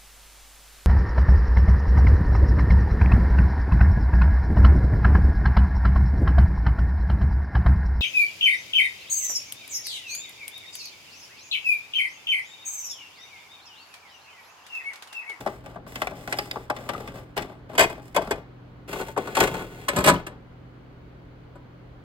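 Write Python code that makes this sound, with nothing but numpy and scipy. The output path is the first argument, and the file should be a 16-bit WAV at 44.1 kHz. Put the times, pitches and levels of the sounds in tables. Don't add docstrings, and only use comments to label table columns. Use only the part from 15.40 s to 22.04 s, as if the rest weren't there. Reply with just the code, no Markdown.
import sys
import numpy as np
from scipy import signal
from scipy.fft import rfft, irfft, next_fast_len
from scipy.io import wavfile

SR = 44100
rng = np.random.default_rng(int(sys.argv[2]) if len(sys.argv) > 2 else 0)


def materialize(psi):
    bounded = np.clip(np.atleast_2d(psi).T, -1, 1)
    quanta = np.round(bounded * 32767).astype(np.int16)
    wavfile.write(sys.argv[1], SR, quanta)


N = 292817

EDGES = 25 * 2 ** np.arange(0, 9.6, .5)
CENTRES = np.sqrt(EDGES[1:] * EDGES[:-1])
# frequency in Hz, spectral level in dB.
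AIR_SPECTRUM = [(25, -52.5), (50, -38.5), (100, -44), (200, -47.5), (400, -49.5), (700, -55.5),
                (1200, -58.5), (2500, -68), (4500, -77), (6500, -95.5), (15000, -92)]
RUMBLE_SPECTRUM = [(30, -3.5), (80, 7.5), (180, 10), (400, -6), (900, -30.5), (3000, -59.5)]
RUB_SPECTRUM = [(100, 3.5), (250, 4.5), (500, 3.5), (900, -3), (1400, -5), (2000, 3.5), (4500, -10),
                (6500, -2), (9000, -7), (15000, -8)]
KNOCK_SPECTRUM = [(40, -12), (100, -7), (200, -2.5), (400, -4), (800, -6), (1400, -5), (2000, 5),
                  (4500, -7.5), (6000, -5), (9000, 2), (15000, -12)]
TAP_SPECTRUM = [(40, -12.5), (100, -2), (200, 13.5), (400, -6), (800, -4), (1400, -5), (2000, 6),
                (4500, -9), (6000, -5.5), (9000, -3), (15000, -8.5)]
# frequency in Hz, coherence from 0 to 1.
AIR_COHERENCE = [(100, 0.93), (300, 0.61), (700, 0.15), (2000, .1), (6000, 0.33), (9000, 1)]
NEAR_COHERENCE = [(100, .95), (600, .95), (1400, .75), (2100, .75), (3500, .4), (5500, .5), (8000, .94),
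                  (15000, .92)]
# frequency in Hz, left over right in dB.
BALANCE = [(120, 1.5), (280, 0), (550, 5), (1000, 7), (1500, 1), (2200, 2), (4000, -1.5), (8000, -0.5),
           (15000, 0.5)]
# frequency in Hz, level in dB.
HUM_PARTIALS = [(123.8, -52), (166.9, -60.5), (215.3, -70.5), (253.0, -64.5), (290.7, -61), (355.3, -79.5)]
# time in seconds, gain in dB.
HUM_NEARNESS = [(0, 1.5), (5.2, 3), (6.6, 0)]
# frequency in Hz, T60 in seconds.
ROOM_T60 = [(100, 0.6), (500, 0.25), (2000, 0.32), (5000, 0.35), (9000, 0.061), (15000, 0.16)]
PANEL_T60 = [(100, 0.21), (400, .11), (1000, 0.082), (3000, 0.08), (8000, 0.048), (15000, 0.019)]
# frequency in Hz, bandwidth in Hz, gain in dB.
HOUSING_MODES = [(176.7, 13, 3.5), (325, 95, 3.5), (438, 20, -15), (580.6, 32, 6.5), (982, 17, 9),
                 (1155, 34, 3), (1580, 79, -0.5), (2427, 110, -7.5), (2767, 14, -5.5), (3480, 40, 8),
                 (3980, 42, -2.5), (7910, 120, -2)]
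TRAY_MODES = [(172, 29, 0), (401, 64, 3), (570.6, 61, -9.5), (742, 47, 0), (893, 19, 6), (1284, 54, -5.5),
              (1459, 26, 6.5), (2146, 60, 3.5), (2560, 310, -11), (3330, 198.6, -7), (4187, 60, -12),
              (7700, 170, -20)]
GUIDE_MODES = [(178.6, 21, -1), (425, 38, -0.5), (630, 60, -4), (674, 36, 5.5), (910, 66, 2),
               (1010, 70, -11.5), (1560, 23, 7), (1754, 17, -6.5), (2007, 49, 2), (2470, 93, 1.5),
               (3240, 61, -2), (3630, 23.7, -3.5), (4730, 44, 6.5)]
PAPER_MODES = [(412.6, 12, 3.5), (620, 78, 1), (729, 35, -1.5), (822, 18, 7.5), (1070, 50, -10.5),
               (1170, 30, -1), (1570, 20, -7), (1900, 74, -7), (2024, 80.7, -2), (2600, 40, -1.5),
               (3530, 110, 2), (4060, 29, -14.5), (5150, 200, 5.5), (8150, 520, -11)]
# start in seconds, length in seconds, level in dB.
TRAY_ROLLS = [(4.04, 0.11, -40.5), (4.557, 0.027, -29), (4.639, 0.1, -28)]
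# start in seconds, level in dB.
BOOMS = [(4.562, -24), (4.681, -19)]
# start in seconds, frequency in Hz, level in dB.
PINGS = [(0.062, 790, -17.5), (0.558, 4760, -40), (0.619, 1183, -19.5), (0.671, 2350, -19),
         (0.924, 1600, -17.5), (0.987, 4910, -14), (1.112, 4910, -20.5), (1.111, 3750, -24),
         (1.2978, 1022, -21), (1.302, 580, -29), (1.55, 1240, -20.5), (2.765, 586, -11),
         (2.910, 417, -12.5), (4.482, 1070, -17), (4.762, 3000, -27.5), (4.868, 2720, -29)]
# start in seconds, length in seconds, level in dB, hiss against body in dB.
TRAY_PUSHES = [(3.475, 0.15, -44.5, -8.5), (3.66, 0.033, -53.5, -5), (3.78, 0.44, -42, -14.5),
               (3.965, 0.067, -30, -10.5), (4.06, 0.15, -43, -14.5), (4.26, 0.23, -50, -10.5),
               (4.525, 0.23, -37.5, -18.5), (4.79, 0.14, -51.5, -32)]
PAPER_STROKES = [(0.0, 0.012, -41, -11.5), (0.06, 0.077, -43.5, -13.5), (0.235, 0.069, -44.5, -19),
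                 (0.47, 0.15, -47, -8), (0.68, 0.05, -47, -18), (0.75, 0.082, -47, -10),
                 (0.89, 0.17, -44, -7.5), (1.07, 0.17, -47, -13.5), (1.34, 0.16, -42.5, -15.5),
                 (1.51, 0.19, -42.5, -17), (1.735, 0.065, -43.5, -16), (1.96, 0.036, -35, -18),
                 (2.04, 0.07, -44, -23), (2.29, 0.16, -44, -22), (2.38, 0.02, -27, -9.5),
                 (2.45, 0.055, -42, -22.5), (2.55, 0.037, -47, -26), (2.615, 0.061, -55, -6),
                 (2.80, 0.12, -41, -21), (2.90, 0.016, -38, -28)]
# catches per second, size against the steady rub, decay in seconds, grit in dB.
RUNNER_CATCHES = (75, 1.9, .003, 2.8)
PAPER_CATCHES = (55, 3.1, .003, 3.2)
# start in seconds, level in dB, treble against body in dB.
HOUSING_KNOCKS = [(4.483, -17.5, -4.5), (4.561, -17, -9.5), (4.573, -18.5, -15.5), (4.585, -21.5, -10.5),
                  (4.604, -20.5, -13), (4.64, -15.5, -7), (4.659, -12.5, -9), (4.672, -6.5, -11.5),
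                  (4.682, -8.5, -7), (4.693, -9, -13), (4.734, -22, -17), (4.865, -31, -8.5),
                  (6.153, -40, -25)]
TRAY_KNOCKS = [(3.483, -34.5, -25), (3.528, -19.5, -14), (3.557, -22, -20), (3.596, -21, -24),
               (3.609, -19, -18), (3.681, -26, -17), (3.763, -14.5, -36), (3.774, -10, -23),
               (3.871, -20, -19.5), (3.95, -22.5, -3.5), (3.967, -7, -16.5), (4.002, -5, -11),
               (4.022, -8.5, -32), (4.035, -11.5, -12.5), (4.072, -16, -14.5), (4.139, -17, -19.5),
               (4.175, -27, -19), (4.206, -23, -34)]
GUIDE_KNOCKS = [(2.35, -28, -12.5), (2.378, -9, -7.5), (2.391, -4, -10), (2.405, -7.5, -6.5),
                (2.422, -14.5, -8), (2.433, -11.5, -12.5), (2.497, -27, -13), (2.745, -23.5, -10),
                (2.761, -9, -13), (2.774, -12.5, -38), (2.818, -42, -1), (2.908, -14.5, -11)]
# start in seconds, level in dB,
# treble against body in dB, factor on the decay time, leftward pan in dB.
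PAPER_TAPS = [(0.062, -13.5, -27.5, 0.68, 2.5), (0.072, -15.5, -24, 0.7, 0), (0.26, -33.5, -15.5, .9, 1),
              (0.358, -23, -37, 1.1, 1), (0.465, -27.5, -24, 0.54, 1), (0.556, -25, -8.5, 0.78, -0.5),
              (0.618, -16, -14.5, 0.89, 1), (0.67, -16.5, -16.5, 0.58, 2), (0.718, -26, -50, 1, 1),
              (0.875, -23.5, -16, .9, 0.5), (0.925, -16, -11, 0.83, 0.5), (0.986, -15.5, -11.5, 0.73, 0),
              (1.112, -34.5, 6, 0.32, -5), (1.158, -17.5, -33, 0.95, -0.5), (1.3, -6, -24.5, 0.6, 0),
              (1.364, -25.5, -14, 0.77, 2), (1.49, -13.5, -16, 0.8, 2), (1.534, -25.5, -18, 1.4, 3.5),
              (1.675, -29, -13, 1.16, 1), (1.967, -21, -17.5, 0.89, -7.5), (1.976, -18.5, -12.5, 1.17, 6),
              (2.021, -31, -8.5, 0.93, 1)]


def from_db(db):
    return 10 ** (np.asarray(db) / 20)


def per_band(points):
    hz, values = np.transpose(points)
    return np.interp(np.log(CENTRES), np.log(hz), values)


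def drift(rate_hz, count=N):
    knots = rng.standard_normal(8192)
    return np.interp(np.arange(count) / SR * rate_hz, np.arange(len(knots)), knots) * np.sqrt(3 / 2)


def band_pass(x, k):
    sos = signal.butter(2, EDGES[k:k + 2], "band", fs=SR, output="sos")
    return signal.sosfilt(sos, x + 1e-18) * np.sqrt(SR / 2000)


def stereo(mid, side, coherence):
    return np.sqrt((1 + coherence) / 2) * mid + np.sqrt((1 - coherence) / 2) * np.array([side, -side])


def placed(x, start):
    return np.pad(x, ((0, 0), (start, N)))[:, :N]


def span(strokes):
    first = round(np.floor(4 * max(strokes[0][0], 0)) / 4 * SR)
    last = round(np.ceil(4 * (strokes[-1][0] + strokes[-1][1]) + 1) / 4 * SR)
    return first, np.arange(first, last) / SR


def swell(t, start, length, attack_s, fade_db_per_s):
    return np.clip((t - start) / attack_s, 0, 1) * from_db(-fade_db_per_s * np.maximum(t - start - length, 0))


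def damped_tone(start, hz, db, t60, rise_s):
    t = np.arange(SR // 2) / SR
    envelope = np.exp(-np.log(1000) * t / t60) * (1 - np.exp(-t / rise_s))
    wave = from_db(db) * np.sin(2 * np.pi * hz * t) * envelope
    return placed(np.array([wave, wave]), round(start * SR))


def grains(count, grit_db):
    sizes = from_db(np.repeat(grit_db * rng.standard_normal(count // 16 + 1), 16)[:count])
    return rng.standard_normal((2, count)) * sizes / np.sqrt(np.mean(sizes ** 2))


def radiate(drives, spectrum, coherence, grit_db):
    streams = [grains(np.shape(drives[0])[-1], grit_db) for _ in range(2)]
    gains, coherences = from_db(per_band(spectrum)), np.clip(per_band(coherence), 0, 1)
    return sum(gain * band_pass(stereo(*streams[k % 2], alike) * drive, k)
               for k, (drive, gain, alike) in enumerate(zip(drives, gains, coherences)))


def room_air():
    return radiate([np.ones(N)] * len(CENTRES), AIR_SPECTRUM, AIR_COHERENCE, grit_db=0)


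def machine_hum(level_db, waver_db, wander_rad):
    t = np.arange(N) / SR
    near_db = level_db + np.interp(t, *np.transpose(HUM_NEARNESS))
    out = 0
    for hz, db in HUM_PARTIALS:
        amplitude = from_db(db + near_db + waver_db * drift(6.9)) * np.sqrt(2)
        out = out + amplitude * np.sin(2 * np.pi * hz * t + wander_rad * drift(4.3))
    return out


def reverberation(x, bass_db, treble_db, delay_s):
    t = np.arange(SR // 2) / SR
    wet = from_db(per_band([(500, bass_db), (8000, treble_db)]))
    coherences = np.clip(per_band(NEAR_COHERENCE), 0, 1)
    tail = 0
    for k, (t60, alike) in enumerate(zip(per_band(ROOM_T60), coherences)):
        fade = np.exp(-np.log(1000) * t / t60) * np.clip(t / delay_s - 1, 0, 1)
        noise = stereo(*rng.standard_normal((2, len(t))), alike)
        tail = tail + wet[k] * band_pass(noise * fade / np.linalg.norm(fade), k) / np.sqrt(SR / 2000)
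    return signal.fftconvolve(x, tail, axes=1)[:, :N]


def balance(x):
    size = next_fast_len(N)
    left_db = np.interp(np.arange(size // 2 + 1) * SR / size, *np.transpose(BALANCE))
    return irfft(rfft(x, size) * from_db([left_db / 2, -left_db / 2]), size)[:, :N]


def resonate(x, modes, direct_db, modes_db, echo_gain):
    out = from_db(direct_db) * x
    for hz, width, db in modes:
        radius = np.exp(-np.pi * width / SR)
        zeros = np.array([1, 0, -1]) * (1 - radius ** 2) / 2
        poles = [1, -2 * radius * np.cos(2 * np.pi * hz / SR), radius ** 2]
        out = out + from_db(db + modes_db) * signal.lfilter(zeros, poles, x + 1e-18)
    high_pass = signal.butter(2, 1500, "high", fs=SR, output="sos")
    bright = signal.sosfilt(high_pass, out + 1e-18)
    return out + echo_gain * sum(placed(bright, round(s * SR)) for s in rng.uniform(.0006, .005, size=4))


def tray_rumble(attack_s, fade_db_per_s, judder_db, judder_hz):
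    first, t = span(TRAY_ROLLS)
    push = sum(from_db(db) * swell(t, s, length, attack_s, fade_db_per_s) for s, length, db in TRAY_ROLLS)
    drive = push * from_db(judder_db * drift(judder_hz, len(t)))
    drives = [drive] * np.sum(CENTRES < 2000)
    return placed(radiate(drives, RUMBLE_SPECTRUM, NEAR_COHERENCE, grit_db=0), first)


def housing_booms(hz, t60, rise_s):
    return sum(damped_tone(start, hz, db, t60, rise_s) for start, db in BOOMS)


def pings(t60_at_1khz, shortening, rise_s):
    return sum(damped_tone(start, hz, db, t60_at_1khz * (1000 / hz) ** shortening, rise_s)
               for start, hz, db in PINGS)


def friction(strokes, catches, attack_s, fade_db_per_s, rasp_db, pressure_db, pressure_hz):
    catches_per_s, catch_size, catch_s, grit_db = catches
    first, t = span(strokes)
    power = 0
    for start, length, db, hiss_db in strokes:
        gains = from_db([[db], [db + hiss_db / 2 + rasp_db], [db + hiss_db]])
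        power = power + (gains * swell(t, start, length, attack_s, fade_db_per_s)) ** 2
    caught = rng.random(len(t)) < catches_per_s / SR
    slips = caught * catch_size * rng.random(len(t)) ** 2
    spurts = signal.lfilter([1], [1, -np.exp(-1 / (catch_s * SR))], slips + 1e-18)
    pressure = from_db(pressure_db * drift(pressure_hz, len(t)))
    body, rasp, hiss = np.sqrt(power) * pressure * (1 + spurts)
    drives = [body if hz < 1600 else rasp if hz < 5000 else hiss for hz in CENTRES]
    return placed(radiate(drives, RUB_SPECTRUM, NEAR_COHERENCE, grit_db), first)


def impacts(table, spectrum, thump_db, thump_slope, clack_db, snap_db, ring, rise_s, grit_db, pan_db=0):
    starts = np.array([round(row[0] * SR) for row in table])
    first, t = starts.min(), np.arange(SR // 5) / SR
    power = np.zeros((len(CENTRES), 2, starts.max() - first + len(t)))
    t60 = ring * per_band(PANEL_T60)[:, None]
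    rise = 1 - np.exp(-t / rise_s)
    for at, (_, body, treble, *own) in zip(starts - first, table):
        stretch, pan = own or (1, pan_db)
        thump = thump_db + thump_slope * body
        clack, snap = body + treble + clack_db, body + treble + snap_db
        levels = [(200, thump), (420, body), (1250, body), (2000, clack), (4400, clack), (6500, snap)]
        decay = np.exp(-np.log(1000) * t / (t60 * max(stretch, .1)))
        envelope = from_db(per_band(levels))[:, None] * decay * rise
        power[:, :, at:at + len(t)] += envelope[:, None] ** 2 * from_db([[pan], [-pan]])
    return placed(radiate(np.sqrt(power), spectrum, NEAR_COHERENCE, grit_db), first)


def scene():
    paper = impacts(PAPER_TAPS, TAP_SPECTRUM, thump_db=-34.5, thump_slope=0.18, clack_db=3.45,
                    snap_db=-2, ring=1.0, rise_s=0.000084, grit_db=3.5)
    paper += friction(PAPER_STROKES, PAPER_CATCHES, attack_s=0.0067, fade_db_per_s=189,
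                      rasp_db=-1.5, pressure_db=1.66, pressure_hz=22)
    guides = impacts(GUIDE_KNOCKS, KNOCK_SPECTRUM, thump_db=-21, thump_slope=0.21, clack_db=-1.15,
                     snap_db=-4.5, ring=0.98, rise_s=0.0018, grit_db=0.5, pan_db=0.5)
    tray = impacts(TRAY_KNOCKS, KNOCK_SPECTRUM, thump_db=-14, thump_slope=1.0, clack_db=1.5,
                   snap_db=-1.5, ring=0.82, rise_s=0.0026, grit_db=1.0, pan_db=0.9)
    tray += friction(TRAY_PUSHES, RUNNER_CATCHES, attack_s=0.0082, fade_db_per_s=226.5,
                     rasp_db=0.5, pressure_db=1.3, pressure_hz=27)
    housing = impacts(HOUSING_KNOCKS, KNOCK_SPECTRUM, thump_db=-14.5, thump_slope=0.65, clack_db=-1.5,
                      snap_db=-5.5, ring=1.036, rise_s=0.00088, grit_db=4.5, pan_db=-0.5)
    housing += tray_rumble(attack_s=.03, fade_db_per_s=351, judder_db=5.0, judder_hz=40)
    near = resonate(paper, PAPER_MODES, direct_db=-5.5, modes_db=-6.5, echo_gain=0.14)
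    near += resonate(guides, GUIDE_MODES, direct_db=-4.0, modes_db=-2.0, echo_gain=0.45)
    near += resonate(tray, TRAY_MODES, direct_db=-2.5, modes_db=-2.5, echo_gain=0.25)
    near += resonate(housing, HOUSING_MODES, direct_db=-3.5, modes_db=-3.0, echo_gain=0.78)
    near += pings(t60_at_1khz=0.031, shortening=0.13, rise_s=0.000786)
    near += housing_booms(hz=181.8, t60=0.29, rise_s=0.0013)
    near = balance(near)
    air = room_air()
    room = reverberation(near, bass_db=-14.5, treble_db=-18.5, delay_s=.007)
    return near + room + air + machine_hum(level_db=-0.44, waver_db=-1.0, wander_rad=0.99)


def record(dry):
    lag_s, split_hz, cutoff_hz = 0.0002565, 1524, 15900
    size = next_fast_len(N + SR // 10)
    hz = np.arange(size // 2 + 1) * SR / size
    lag = lag_s * (1 + np.tanh((hz - split_hz) / 200)) / 2
    heard = irfft(rfft(dry, size) * np.exp(1j * np.pi * hz * lag * [[-1], [1]]), size)
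    rounded = heard / (1 + heard ** 4) ** (1 / 4)
    low_pass = 1 / np.sqrt(1 + (hz / cutoff_hz) ** 200)
    return irfft(rfft(rounded) * low_pass, size)[:, :N]


dry = scene()
out = record(dry)
materialize(out)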